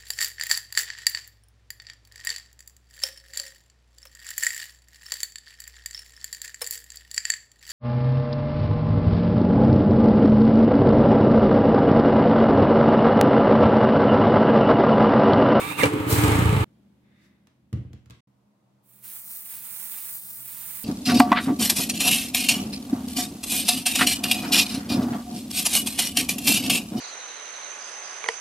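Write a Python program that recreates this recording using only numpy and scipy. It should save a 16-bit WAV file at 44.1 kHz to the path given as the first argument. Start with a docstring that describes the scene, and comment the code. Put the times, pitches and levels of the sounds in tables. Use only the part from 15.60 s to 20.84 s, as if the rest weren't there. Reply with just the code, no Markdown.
"""Beside a motorcycle, then in a humming room: three short scenes on a stereo microphone, cut hard.
The starter gear whines and grinds; the single cylinder fires, revs up and is cut off abruptly.
Indoors an arm swishes and an aerosol can thumps onto a padded sofa, bounces and settles, cap ticking.
After a moment of silence its valve opens and the jet hisses, swept from side to side by hand."""
import sys
import numpy as np
from scipy import signal
from scipy.fft import rfft, irfft
from scipy.io import wavfile
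from scipy.ndimage import uniform_filter1d, map_coordinates

SR = 44100
rng = np.random.default_rng(int(sys.argv[2]) if len(sys.argv) > 2 else 0)


def dump(signal):
    """Clip the signal to [-1, 1] and save it as 16-bit WAV at the path in sys.argv[1]."""
    limited = np.clip(np.atleast_2d(signal).T, -1, 1)
    pcm = np.round(limited * 32767).astype(np.int16)
    wavfile.write(sys.argv[1], SR, pcm)


N = 231084
TIME = np.arange(N) / SR
BIN_HZ = np.maximum(np.arange(N // 2 + 1) * SR / N, 1)


def from_db(db):
    """Decibels to gain."""
    return 10 ** (np.asarray(db) / 20)

def unit_rms(x):
    """Scale to rms 1."""
    return x / np.sqrt(np.mean(x ** 2) + 1e-20)

def over_time(rows):
    """Each column of a (time, values...) table at every sample."""
    times, *columns = np.transpose(rows)
    return [np.interp(TIME, times, column) for column in columns]

def over_bins(points):
    """A (frequency, value) table at every bin, joined on a log axis."""
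    hz, value = np.transpose(points)
    return np.interp(np.log(BIN_HZ), np.log(np.maximum(hz, 1)), value)

def ramp(start_s, rise_s):
    """Rise from 0 to 1."""
    return np.clip((TIME - start_s) / rise_s, 0, 1)

def between(start_s, end_s, fade_s=0.00081):
    """Open from start to end, with short ramps."""
    return np.clip(np.minimum(TIME - start_s, end_s - TIME) / fade_s, 0, 1)

def drift(hz):
    """Random wander of rms 1, mostly slower than hz."""
    return unit_rms(irfft(rfft(rng.standard_normal(N)) / (1 + (BIN_HZ / hz) ** 2), N))

def noise(spectrum, likeness):
    """Stereo noise of a given colour and left-right likeness, falling away beyond its ends; rms 1."""
    mid, side = rfft(rng.standard_normal((2, N)))
    alike = np.clip(over_bins(likeness), -1, 1)
    skirts = np.minimum(1, np.minimum(BIN_HZ / spectrum[0][0], spectrum[-1][0] / BIN_HZ)) ** 4
    pair = np.sqrt(1 + alike) * mid + np.sqrt(1 - alike) * side * np.array([[1], [-1]])
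    return unit_rms(irfft(pair * from_db(over_bins(spectrum)) * skirts, N))

def cut(x, hz, kind, order=2):
    """A low-pass or high-pass."""
    return signal.sosfilt(signal.butter(order, hz, kind, fs=SR, output="sos"), x + 1e-18)

def resonate(x, resonances):
    """Parallel resonances of (frequency [Hz], width [Hz], level [dB])."""
    out = 0
    for hz, width, db in resonances:
        r, w = np.exp(-np.pi * width / SR), 2 * np.pi * hz / SR
        gain, poles = (1 - r * r) / 2, [1, -2 * r * np.cos(w), r * r]
        out += from_db(db) * signal.lfilter([gain, 0, -gain], poles, x + 1e-18)
    return out

def strike(clicks, modes):
    """Clicks ring modes of (frequency [Hz], level [dB], t60 [s])."""
    out = 0
    for hz, db, t60 in modes:
        r, w = from_db(-60 / (t60 * SR)), 2 * np.pi * hz / SR
        poles = [1, -2 * r * np.cos(w), r * r]
        out += from_db(db) * signal.lfilter([0, np.sin(w)], poles, clicks + 1e-18)
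    return out

def impulses(events):
    """One click for each (time [s], level [dB])."""
    out = np.zeros(N)
    for s, db in events:
        out[round(s * SR)] += from_db(db)
    return out

def die_away(clicks, t60):
    """An envelope that jumps at each click and decays."""
    return signal.lfilter([1], [1, -np.exp(-np.log(1000) / (t60 * SR))], clicks + 1e-18)

def steady(x, samples=4000):
    """Hold the slow level at 1 and keep the fast beats."""
    power = np.mean(np.atleast_2d(x) ** 2, axis=0)
    slow_power = uniform_filter1d(uniform_filter1d(power, samples), samples // 2)
    return x / np.sqrt(np.abs(slow_power) + 1e-14)

def pan(x, left_db):
    """Make the left side louder than the right by left_db."""
    return x * from_db(left_db * np.array([[1], [-1]]) / 2)

def lead_left(x, ms):
    """Let a sound reach the left of the microphone first."""
    fine = signal.resample_poly(x * np.ones((2, 1)), 2, 1, axis=1)
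    return np.array([map_coordinates(side, [2 * SR * (TIME + sign * ms / 2000)], order=1)
                     for side, sign in zip(fine, (1, -1))])

def reflections(x, t60, dull_hz):
    """A diffuse tail of unit energy, different on each side, dull on top."""
    t = TIME[:SR // 2]
    tail = rng.standard_normal((2, len(t))) * np.exp(-np.log(1000) * t / t60) * (t > .004)
    tail = cut(tail, dull_hz, "low", order=1)
    tail /= np.sqrt(np.sum(tail ** 2) / 2)
    return signal.fftconvolve(np.atleast_2d(x), tail, axes=1)[:, :N]


# the room across the microphone: (frequency [Hz], left-right likeness [0..1])
ROOM_LIKENESS = [(130, 0.94), (300, 0.81), (640, 0.29), (1400, 0.1), (8000, 0.05)]
# the air in each indoor scene, and the tones of the hum: (frequency [Hz], level [dB])
AIR_AT_SOFA = [(24, -42.5), (40, -28), (82, -4), (119, -34.5), (156, -5), (206, -5.5), (338, -12.5),
               (422, -23), (582, -20), (728, -26), (845, -25.5), (1260, -31), (3300, -36), (5990, -42.5),
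               (15000, -46.5)]
AIR_AT_SPRAY = [(29, -63), (50, -26), (91, -18), (105, -18), (124, 0.5), (150, -18), (209, -4.5),
                (242, -23.5), (272, -13), (399, -23), (643, -19.5), (742, -24), (919, -22), (1670, -34),
                (15000, -47.5)]
HUM_TONES = [(124.5, 0), (201, 0)]

def room_tone(air, hum_db, waver=0.0094):
    """Low moving air all round the microphone, with a wavering hum."""
    hum = 0
    for hz, db in HUM_TONES:
        gain = from_db(db + 2.1 * drift(5.8))
        pitch_hz = hz * (1 + waver * drift(11.4))
        hum += gain * np.sin(2 * np.pi * np.cumsum(pitch_hz) / SR)
    return unit_rms(noise(air, ROOM_LIKENESS) + from_db(hum_db) * unit_rms(hum))


# the swish of the arm: (frequency [Hz], level [dB])
SWISH_SPECTRUM = [(710, -33), (1200, -11), (1420, -14), (1560, -9), (2040, -2), (2430, -12), (2640, -11),
                  (3210, -19), (3640, -8), (4180, -23), (5000, -25), (6500, -45), (11000, -120)]

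def arm_swish(peak_s=1.646, rise_db_per_s=45, fall_db_per_s=83, fizz_width_s=0.04):
    """The swinging arm gathers speed, brightens for a moment and slows."""
    t = TIME - peak_s
    swell = from_db(-65.5 + np.minimum(rise_db_per_s * t, -fall_db_per_s * t)) * ramp(1.41, 0.04)
    body = swell * noise(SWISH_SPECTRUM, ROOM_LIKENESS)
    fizz = noise([(4500, 4), (9000, -5), (15000, -9)], ROOM_LIKENESS)
    return body + from_db(-71) / (1 + (t / fizz_width_s) ** 2) * fizz


# the can lands on the cushion: (time [s], level [dB])
LANDINGS = [(2.127, -27.5), (2.136, -20), (2.172, -26.5), (2.19, -30), (2.25, -34.5), (2.306, -38),
            (2.338, -36), (2.465, -45), (2.5, -41.5), (2.517, -45.5)]
# cushion and frame: (frequency [Hz], level [dB], t60 [s])
SOFA_MODES = [(92, -4.5, 0.08), (126.6, 0.5, 0.068), (189.6, -4.5, 0.086), (296, -14, 0.073),
              (452, -22, 0.068)]

def sofa_thumps():
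    """Each landing thumps the sofa, booms in the room and creases the cover."""
    landings = impulses(LANDINGS)
    soft_blows = cut(landings, 353, "low")
    thumps = cut(strike(soft_blows, SOFA_MODES), 71, "high", order=5)
    centre_boom = from_db(-8.5) * reflections(thumps, 0.29, 8200)[0]
    wide_boom = from_db(-17) * reflections(thumps, 0.48, 9000)
    fabric = noise([(200, 5.5), (350, -0.5), (600, -13), (1200, -20), (3000, -22)], ROOM_LIKENESS)
    rustle = from_db(-36) * die_away(landings, t60=0.67) * fabric
    return thumps + centre_boom + wide_boom + rustle


# ticks of the cap and shell: (time [s], level [dB])
CAP_TICKS = [(1.871, -53), (2.129, -40.5), (2.332, -48), (2.459, -54.5), (2.499, -46.5), (2.507, -42.5)]
# their colour: (frequency [Hz], level [dB])
TICK_SPECTRUM = [(290, -9), (500, -4.5), (855, -16), (1050, -2), (1510, -9), (1670, -8.5), (2390, -9.5),
                 (3590, -11.5), (4940, -13.5), (9000, -20), (16000, -27)]

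def can_ticks():
    """The tossed can's cap and shell tick, and the walls answer."""
    ticks = from_db(0.5) * die_away(impulses(CAP_TICKS), t60=0.02) * noise(TICK_SPECTRUM, ROOM_LIKENESS)
    return ticks + from_db(-5) * reflections(ticks, 0.42, 4300)


# the starter turning the engine: (time [s], tooth rate [Hz], level [dB])
CRANKING = [(0, 1110, -36), (0.06, 1180, -39.5), (0.12, 1205, -37), (0.14, 1375, -44), (0.168, 1385, -44.5),
            (0.186, 1245, -34.5), (0.202, 1100, -29.5), (0.235, 800, -35), (0.26, 790, -78.5)]
# partials of the whine: (multiple of tooth rate, level [dB])
GEAR_PARTIALS = [(1, -11), (2, -1.5), (3, -19), (7, -21), (8, -18)]
# the housing, rung by grinding teeth: (frequency [Hz], width [Hz], level [dB])
HOUSING_RESONANCES = [(312, 8.3, 7), (2300, 83, -3.5), (2650, 110, -2), (3660, 100, -2),
                      (9000, 1500, -15.5), (12100, 160, -12)]

def starter_gear(roughness=0.008, strain_s=0.17):
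    """Right of the microphone the gear whines, grinds and squeals as it sags under compression."""
    tooth_hz, level_db = over_time(CRANKING)
    phase = 2 * np.pi * np.cumsum(tooth_hz * (1 + roughness * drift(300))) / SR
    whine = unit_rms(sum(from_db(db) * np.sin(round(k) * phase) for k, db in GEAR_PARTIALS))
    whine *= from_db(-2.5 + 3.5 * ramp(strain_s, 0.018))
    grind = from_db(-2) * steady(resonate(rng.standard_normal(N), HOUSING_RESONANCES))
    gear = (whine + grind) * from_db(level_db - 1.5 + 1.9 * drift(140))
    return pan(gear + from_db(-3) * reflections(gear, 0.12, 5400), left_db=-8.5)


# the motorcycle across the microphone: (frequency [Hz], left-right likeness [0..1])
BIKE_LIKENESS = [(100, 0.93), (400, 1), (700, 0.41), (1300, 0.028), (2400, 0.15), (5500, 0.0), (8000, 0.65),
                 (14000, 0.45)]
# blows on the starter drive: (time [s], level [dB])
DRIVE_KICKS = [(0.229, -19), (0.234, -5), (0.24, -13.5), (0.258, -18.5)]
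# its ringing: (frequency [Hz], level [dB], t60 [s])
DRIVE_MODES = [(140, -16, 0.12), (289.8, -8, 0.18), (439, -11.5, 0.22), (513, -7.5, 0.06),
               (535, -7.5, 0.034), (1235, -11.5, 0.04), (1850, -14.5, 0.03), (2310, -6, 0.05),
               (2800, -13.5, 0.045)]

def starter_kick():
    """The first firing kicks the starter drive free with a crack and a clunk."""
    kicks = impulses(DRIVE_KICKS)
    crack = noise([(400, -0.5), (2600, -11), (5000, -14), (14000, -27.5)], BIKE_LIKENESS)
    crack *= from_db(-10) * die_away(kicks, t60=0.025)
    clunk = cut(from_db(0.5) * strike(kicks, DRIVE_MODES), 130, "high")
    return lead_left(clunk + crack, ms=0.3)


def effort(crank_db, kick_db, idle_db, rev_db, rise_s, settle_s=np.inf, pull_db=0):
    """Gain of an engine part: it cranks, shudders, idles, jumps with the throttle and grows with load."""
    catch_s, throttle_s = 0.28, 0.466
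    load_lag_s, full_pull_hz_per_s = 0.043, 60   # the load builds up behind the acceleration
    acceleration = np.gradient(over_time(ENGINE_SPEED)[0]) * SR / full_pull_hz_per_s
    pole = np.exp(-2 / (load_lag_s * SR))
    pull = signal.lfilter([(1 - pole) ** 2], [1, -2 * pole, pole ** 2], acceleration)
    throttle = ramp(throttle_s, rise_s) * np.exp(-np.maximum(TIME - throttle_s - rise_s, 0) / settle_s)
    cranking = from_db(over_time(CRANKING)[1] + crank_db)
    shudder = from_db(kick_db) * die_away(impulses(DRIVE_KICKS), t60=0.25)
    running = ramp(catch_s, 0.049) * from_db(idle_db + rev_db * throttle + pull_db * pull)
    return np.sqrt(cranking ** 2 + shudder ** 2 + running ** 2)


# air at the throttle: (frequency [Hz], level [dB])
INTAKE_SPECTRUM = [(2060, -32), (3500, -1.5), (4080, 1), (5370, -3.5), (6620, -2), (7200, 0), (8620, 2),
                   (10300, -2.5), (11500, -6.5), (15000, -35.5), (22000, -120)]

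def intake(puff):
    """Air hisses past the opening throttle, pulsing with each firing."""
    air = noise(INTAKE_SPECTRUM, BIKE_LIKENESS)
    air *= effort(crank_db=-5, kick_db=-30.5, idle_db=-50, rev_db=21,
                  rise_s=0.046, settle_s=0.4, pull_db=1)
    top = noise([(11500, -7), (14000, 1.5), (16000, -2.5)], BIKE_LIKENESS)
    top *= effort(crank_db=-7.5, kick_db=-39, idle_db=-52, rev_db=24, rise_s=0.037, settle_s=0.25)
    return (1 + puff) * (air + top)


# the engine covers: (frequency [Hz], width [Hz], level [dB])
COVER_RESONANCES = [(797.5, 18, 3.5), (908.6, 66, 4.5), (1035, 30, -5.5), (1164, 79, 3), (1251, 9, -0.5),
                    (1660, 72, -5), (1784, 6.3, -8.5), (2060, 290, -7.5), (2430, 14, -6.5),
                    (2900, 14, -6.5)]
# their clatter: (frequency [Hz], level [dB])
CLATTER_SPECTRUM = [(88, -25), (150, -1), (231, -12.5), (300, -8.5), (397, -14.5), (435, -7), (691, -19.5),
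                    (913, -9.5), (1570, -14.5), (2300, -16), (3240, -22), (6000, -53), (7800, -67),
                    (13200, -120)]

def covers(puff, gas, beat_depth=0.52):
    """Each firing sends a wave of ringing and clatter through the covers."""
    beat = (1 + beat_depth * puff) * from_db(0.5 * drift(250))
    ring = steady(cut(resonate(beat * gas, COVER_RESONANCES), 5200, "low"))
    ring *= effort(crank_db=1.5, kick_db=-22.5, idle_db=-36.5, rev_db=8, rise_s=0.11, pull_db=1.5)
    clatter = steady(beat * noise(CLATTER_SPECTRUM, BIKE_LIKENESS))
    clatter *= effort(crank_db=3, kick_db=-19, idle_db=-35.5, rev_db=9,
                      rise_s=0.051, settle_s=0.9, pull_db=2.5)
    return ring + clatter


# the engine casing: (frequency [Hz], width [Hz], level [dB])
CASING_RESONANCES = [(183, 33, -10), (264, 43, -11), (295.4, 16, 5.5), (341, 40, -11), (425, 7, 3),
                     (506, 33, -18)]

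def casing(knocks, puff, gas):
    """Knocks and rushing gas ring the casing, which swells and drops unevenly."""
    ring = resonate(knocks + 0.051 * (puff + 1) * gas, CASING_RESONANCES)
    ring = cut(cut(ring, 650, "low"), 150, "high")
    ring = steady(ring, samples=1600) * from_db(drift(28))
    return ring * effort(crank_db=-1, kick_db=-22, idle_db=-29, rev_db=2.5, rise_s=0.033, pull_db=4.5)


# a silencer chamber: (frequency [Hz], width [Hz], level [dB])
CHAMBER_RESONANCES = [(100, 60, 12.5), (170, 35, -2)]

def exhaust(firings, puff, gas, overrun_s=0.783, overrun_db=6):
    """Two silencer chambers round off each pulse; the pipe booms once the revs top out."""
    blast = firings + 0.014 * (puff + 0.5) * gas
    first_chamber = resonate(blast, CHAMBER_RESONANCES)
    thud = steady(resonate(first_chamber, CHAMBER_RESONANCES), samples=3200)
    thud *= effort(crank_db=-7.5, kick_db=-23.5, idle_db=-33, rev_db=11.5,
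                   rise_s=0.067, settle_s=2.5, pull_db=2.5)
    return thud * from_db(overrun_db * ramp(overrun_s, 0.054))


# the revs climb and fall back: (time [s], firing rate [Hz])
ENGINE_SPEED = [(0.256, 11.5), (0.367, 14.9), (0.48, 16.6), (0.57, 16.9), (0.61, 18.9), (0.657, 23.5),
                (0.735, 28.0), (0.8, 29.8), (0.87, 28.5), (0.945, 27.0), (1.04, 21.5)]

def engine():
    """Near the microphone one cylinder fires unevenly, driving exhaust, casing, covers and intake."""
    firing_hz, = over_time(ENGINE_SPEED)
    cycles = np.cumsum(firing_hz * (TIME > ENGINE_SPEED[0][0])) / SR
    firings = np.diff(np.ceil(cycles), prepend=0) * from_db(1.8 * drift(30))
    knocks = firings * (firing_hz / firing_hz.max()) ** 2   # slow firings hardly jolt the casing
    puff = die_away(firings, t60=0.028)
    gas = noise([(40, 0), (4000, 0)], BIKE_LIKENESS)
    body = exhaust(firings, puff, gas) + casing(knocks, puff, gas) + covers(puff, gas)
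    return lead_left(body, ms=0.27) + intake(puff)


# where the hand turns the can back: (time [s], side [-1 right to 1 left])
HAND_TURNS = [(3.3, -0.41), (3.7, 0.7), (4.22, -0.56), (4.64, 0.85), (5.12, -0.36)]

def hand_sweep():
    """The hand eases from one turning point to the next like a pendulum."""
    times, sides = np.transpose(HAND_TURNS)
    turns = np.arange(len(times))
    leg, part = np.divmod(np.interp(TIME, times, turns), 1)
    return np.interp(leg + (1 - np.cos(np.pi * part)) / 2, turns, sides)


# the spray across the microphone: (frequency [Hz], left-right likeness [0..1])
SPRAY_LIKENESS = [(500, 1), (1400, 0.75), (3000, 0.78), (6500, 0.72), (8200, 0.91), (12000, 0.98)]
# the nozzle and the two bands of the plume: (frequency [Hz], level [dB])
NOZZLE_SPECTRUM = [(3530, -44), (6000, -24), (7280, -16), (8650, -4), (11700, -7), (15100, 2.5),
                   (16000, -1)]
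LOW_PLUME_SPECTRUM = [(480, -12), (600, -9.5), (800, -3), (1200, -1.5), (2500, 0), (2900, -2.5),
                      (4500, -5.5)]
HIGH_PLUME_SPECTRUM = [(3500, -1), (5000, 0.5), (7500, -1)]
# the nozzle's beam at the microphone: (frequency [Hz], extra left over right [dB])
NOZZLE_BEAM = [(6000, -15.5), (8300, -3.5), (10500, -3), (13000, 3.5), (15500, 0.5)]
# the jet with the valve fully open: (time [s], level [dB])
JET_STRENGTH = [(3.45, -42), (3.52, -39.5), (3.58, -38.5), (3.635, -42.5), (3.7, -37.5), (3.77, -37),
                (3.84, -41.5), (3.925, -36.3), (4.01, -40), (4.07, -38), (4.33, -36), (4.42, -37),
                (4.555, -34.5), (4.615, -40.5), (4.7, -38), (4.78, -40.0), (5.11, -36.3), (5.22, -37)]

def spray(leak_s=3.22, press_s=3.42, sputter_db=0.98):
    """Close by, the nozzle hisses very high and the wider plume rushes lower; both swing with the hand."""
    side = hand_sweep()
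    nozzle = noise(NOZZLE_SPECTRUM, SPRAY_LIKENESS)
    beamed = irfft(pan(rfft(nozzle), over_bins(NOZZLE_BEAM)), N)
    hiss = pan(from_db(1) * beamed, left_db=-5.5 + 4.5 * side)
    high_plume = from_db(-17) * noise(HIGH_PLUME_SPECTRUM, SPRAY_LIKENESS)
    low_plume = from_db(-16.5 - 2.7 * side) * noise(LOW_PLUME_SPECTRUM, SPRAY_LIKENESS)
    rush = pan(lead_left(low_plume + high_plume, ms=0.22 * side), left_db=-2.5 + 1.7 * side)
    jet_db, = over_time(JET_STRENGTH)
    leak = from_db(-56) * ramp(leak_s, 0.11)   # the half-pressed valve leaks first
    pressed = ramp(press_s, 0.035)
    flow = pressed * from_db(jet_db) + (1 - pressed) * leak
    sputter = from_db(sputter_db * drift(63))   # droplets make the flow slightly uneven
    return flow * sputter * (hiss + rush)


def scene(bike_end_s=1.044, sofa_end_s=2.606, spray_start_s=2.672):
    """Motorcycle, sofa and spray follow one another with hard cuts."""
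    bike = pan(engine() + starter_gear() + starter_kick(), left_db=-1.2)
    toss = arm_swish() + sofa_thumps() + can_ticks()
    sofa_room = from_db(-58 - 5 * (TIME - bike_end_s)) * room_tone(AIR_AT_SOFA, hum_db=-2)
    jet = spray()
    spray_room = from_db(-65 + 2.35 * (TIME - spray_start_s)) * room_tone(AIR_AT_SPRAY, hum_db=-5.5)
    return (bike * between(0, bike_end_s)
            + (toss + sofa_room) * between(bike_end_s, sofa_end_s)
            + (jet + spray_room) * between(spray_start_s, np.inf))

def record(dry, cutoff_hz=15900):
    """The highest peaks are rounded and the top is cut steeply."""
    return signal.sosfilt(signal.ellip(12, .1, 80, cutoff_hz, fs=SR, output="sos"), np.tanh(dry))


dry = scene()
out = record(dry)
dump(out)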